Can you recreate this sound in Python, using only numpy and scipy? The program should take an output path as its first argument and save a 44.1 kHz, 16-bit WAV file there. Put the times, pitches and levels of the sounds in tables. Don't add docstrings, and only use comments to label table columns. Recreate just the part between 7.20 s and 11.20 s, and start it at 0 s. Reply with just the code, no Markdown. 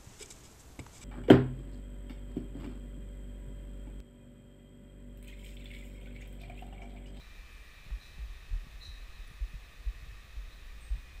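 import sys
import numpy as np
from scipy import signal
from scipy.fft import rfft, irfft
from scipy.io import wavfile

SR = 44100
rng = np.random.default_rng(int(sys.argv[2]) if len(sys.argv) > 2 else 0)


def bounce(signal):
    frames = np.transpose(np.atleast_2d(signal))
    limited = np.clip(frames, -1, 1)
    pcm = np.round(limited * 32767).astype(np.int16)
    wavfile.write(sys.argv[1], SR, pcm)


N = 176400
T = np.arange(N) / SR
FREQS = np.maximum(np.arange(N // 2 + 1) * SR / N, 1)
RASP_RATE_HZ = 346


def from_db(db):
    return 10 ** (np.asarray(db) / 20)


def rms_one(x):
    return x / np.sqrt(np.mean(x ** 2) + 1e-20)


def drift(rate_hz):
    return rms_one(irfft(rfft(rng.standard_normal(N)) / (1 + (FREQS / rate_hz) ** 2), N))


def colour(points):
    hz, db = np.transpose(points)
    return from_db(np.interp(np.log(FREQS), np.log(hz), db))


def band(hz, width):
    return .5 ** (2 * ((FREQS - hz) / width) ** 2)


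def noise(gain):
    return irfft(rfft(rng.standard_normal(N)) * gain, N) * np.sqrt(SR / 2)


def swell(start, rise, shape):
    age = np.maximum(T - start, 0) / rise
    return (age * np.exp(1 - age)) ** shape


def note_gate(start, length, edge_s=0.0078):
    return np.clip(np.minimum(T - start, start + length - T) / edge_s, 0, 1)


def phase_of(hz):
    return 2 * np.pi * np.cumsum(hz) / SR


def air():
    # f/Hz, density/dB per Hz
    spectrum = [(100, -88.5), (200, -92), (320, -95), (550, -96.5), (850, -99), (1400, -101), (2200, -97.5),
                (2900, -102), (4400, -104), (5500, -104.5), (7500, -109), (9500, -111.3), (12000, -114),
                (13600, -112.5), (14500, -113.5), (15100, -108)]
    return noise(colour(spectrum))


def insect_chorus(flutter_db=1.02, flutter_hz=9):
    # f/Hz, width/Hz, density/dB per Hz
    bands = [(1195, 187, -94.5), (1517, 120, -100), (1848, 252, -90.5), (2443, 510, -97), (3075, 450, -101),
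             (3742, 456, -96), (4204, 140, -100), (4560, 250, -109)]
    return sum(noise(from_db(db) * band(hz, width)) * from_db(flutter_db * drift(flutter_hz))
               for hz, width, db in bands)


def camera_handling():
    # t/s, level/dB, f/Hz, rise/s
    thumps = [(.703, -29.5, 47.5, 0.027), (0.986, -32.5, 51.4, 0.039), (1.086, -35.5, 42.3, 0.023),
              (1.296, -26, 37.1, 0.042), (1.305, -36.5, 78.3, 0.026), (1.668, -43, 71.6, .018),
              (2.204, -26.5, 47, .023), (2.332, -33.5, 44.5, .02), (2.66, -25.5, 46.3, 0.02),
              (2.86, -39.5, 48, 0.043), (3.159, -32.5, 46.8, 0.023), (3.7, -25, 47, 0.024)]
    # t/s, level/dB, rise/s
    knocks = [(.657, -52, 0.0089), (.696, -43.5, 0.008), (0.976, -46, 0.01), (1.26, -54.5, .01),
              (1.327, -45, .017), (1.429, -55, 0.011), (1.466, -45, 0.0039), (1.669, -52, 0.011),
              (2.108, -47, 0.0053), (2.329, -47, 0.011), (2.821, -47, .008), (2.862, -46, 0.0038),
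              (2.912, -50, 0.0096), (3.74, -46, 0.0077), (3.763, -47, 0.014)]
    # f/Hz, relative level/dB
    casing = [(50, 0), (90, 3), (150, 2), (210, -22.5), (350, -23), (700, -31.5), (1400, -35), (3000, -53),
              (8000, -78)]
    # f/Hz, density/dB per Hz
    rumble_spectrum = [(10, -70.5), (22, -68), (40, -62.5), (55, -66.5), (75, -77), (100, -84),
                       (160, -94.5), (300, -112), (1000, -160)]
    # t/s, gain/dB
    rumble_ride = [(0, -2), (.6, -2), (1.0, -0.5), (1.4, 1), (1.9, 1), (2.5, -2), (3.0, 1), (4.0, 0)]
    wobble = sum(from_db(db) * swell(start, rise, shape=2.33) * np.sin(2 * np.pi * hz * (T - start))
                 for start, db, hz, rise in thumps)
    touch = sum(from_db(db) * swell(start, rise, shape=2.36) for start, db, rise in knocks)
    fingers = touch * rms_one(noise(colour(casing)))
    rumble_gain = from_db(np.interp(T, *np.transpose(rumble_ride)))
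    return fingers - wobble + rumble_gain * noise(colour(rumble_spectrum))


def twigs(rise_s=0.0026):
    # t/s, level/dB, f/Hz, width/Hz
    ticks = [(0.702, -57, 1110, 690), (2.072, -68, 10000, 6000)]
    return sum(from_db(db) * swell(start, rise_s, shape=1) * rms_one(noise(band(hz, width)))
               for start, db, hz, width in ticks)


def bird_chips(rasp_hz=180):
    # t/s, mid-note f/Hz, fall/Hz, length/s, level before the forest/dB
    chips = [(.302, 9160, 1900, .06, -73), (.39, 8540, 900, .07, -76), (2.07, 9800, 500, 0.017, -60.5),
             (2.275, 10300, 400, 0.019, -68), (3.603, 8400, 650, .058, -60)]
    rasp = rasp_hz * drift(RASP_RATE_HZ)
    whistles = np.zeros(N)
    for start, hz, fall, length, db in chips:
        progress = np.clip((T - start) / length, 0, 1)
        pitch = hz + fall * (.5 - progress) + rasp
        whistles += from_db(db) * note_gate(start, length) * np.sin(phase_of(pitch))
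    return whistles


def raspy_tones(partials, rasp_hz):
    return sum(from_db(db) * np.sin(phase_of(hz + rasp_hz * drift(RASP_RATE_HZ))) for hz, db in partials)


def metallic_bird_calls(hiss_db=-13, top_lag_s=0.011):
    # t/s, length/s, level before the forest/dB, top layer gain/dB
    calls = [(0, 0.027, -59.5, -10), (0.799, .065, -58, 2), (1.607, .064, -49, -3), (1.92, 0.041, -63, -14),
             (3.311, 0.031, -60, -10)]
    # f/Hz, relative level/dB
    cluster_partials = [(3815, -3.5), (3935, -4.5), (4010, -3), (4090, -6), (4175, -5.5)]
    # f/Hz, relative level/dB
    top_partials = [(4890, -17), (5865, -15.5), (6470, -25), (8630, -20.5)]
    # f/Hz, relative level/dB
    hiss_spectrum = [(2500, -40), (4300, 2), (5500, 0.5), (7200, -2.5), (9300, -7.5), (11500, -14),
                     (15000, -25)]
    cluster = raspy_tones(cluster_partials, rasp_hz=35.1)
    top = raspy_tones(top_partials, rasp_hz=46)
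    top += from_db(hiss_db) * rms_one(noise(colour(hiss_spectrum)))
    song = np.zeros(N)
    for start, length, db, top_db in calls:
        top_gate = from_db(top_db) * note_gate(start + top_lag_s, length)
        song += from_db(db) * (note_gate(start, length) * cluster + top_gate * top)
    return song


def forest_reverb(source, t60_s=0.7, direct_db=-4.5, wet_db=-2.5):
    tail = rng.standard_normal(N) * from_db(-60 * T / t60_s)
    echoes = signal.fftconvolve(source, tail / np.linalg.norm(tail))[:N]
    return from_db(direct_db) * source + from_db(wet_db) * echoes


def far_tone(hz, scatter=0.21):
    phase = phase_of(hz)
    return rms_one((1 + scatter * drift(19)) * np.sin(phase) + scatter * drift(12) * np.cos(phase))


def insect_whines(wander_hz=2.27):
    # f/Hz, level/dB
    whines = [(2671, -80), (2771, -89.5), (3725, -88), (11688, -99), (13667, -93)]
    return sum(from_db(db) * far_tone(hz + wander_hz * drift(3.25)) for hz, db in whines)


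def cicada(pitch_hz=2472, pulses_per_s=99.5, wander_hz=2.27):
    # t/s, lower level/dB, centre level/dB, upper level/dB
    envelopes = [(0, -65, -75, -76), (.3, -66, -72, -67.5), (.7, -67.5, -69, -70), (1.05, -67.5, -79, -70),
                 (1.45, -84, -74, -69.5), (2.2, -72.5, -71, -69.5), (2.9, -79, -74, -67.5),
                 (3.45, -75, -74.5, -72), (3.95, -74, -65.5, -77)]
    times, *levels = np.transpose(envelopes)
    centre = pitch_hz + wander_hz * drift(2.64)
    return sum(from_db(np.interp(T, times, db)) * far_tone(centre + side * pulses_per_s)
               for side, db in zip((-1, 0, 1), levels))


def scene():
    bed = air() + insect_chorus()
    buzz = cicada() + insect_whines()
    birds = forest_reverb(bird_chips() + metallic_bird_calls())
    return (bed + buzz + birds + twigs() + camera_handling())[None]


def record(dry):
    cutoff_hz = 15260
    return signal.sosfilt(signal.ellip(12, .1, 80, cutoff_hz, fs=SR, output="sos"), dry)


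dry = scene()
out = record(dry)
bounce(out)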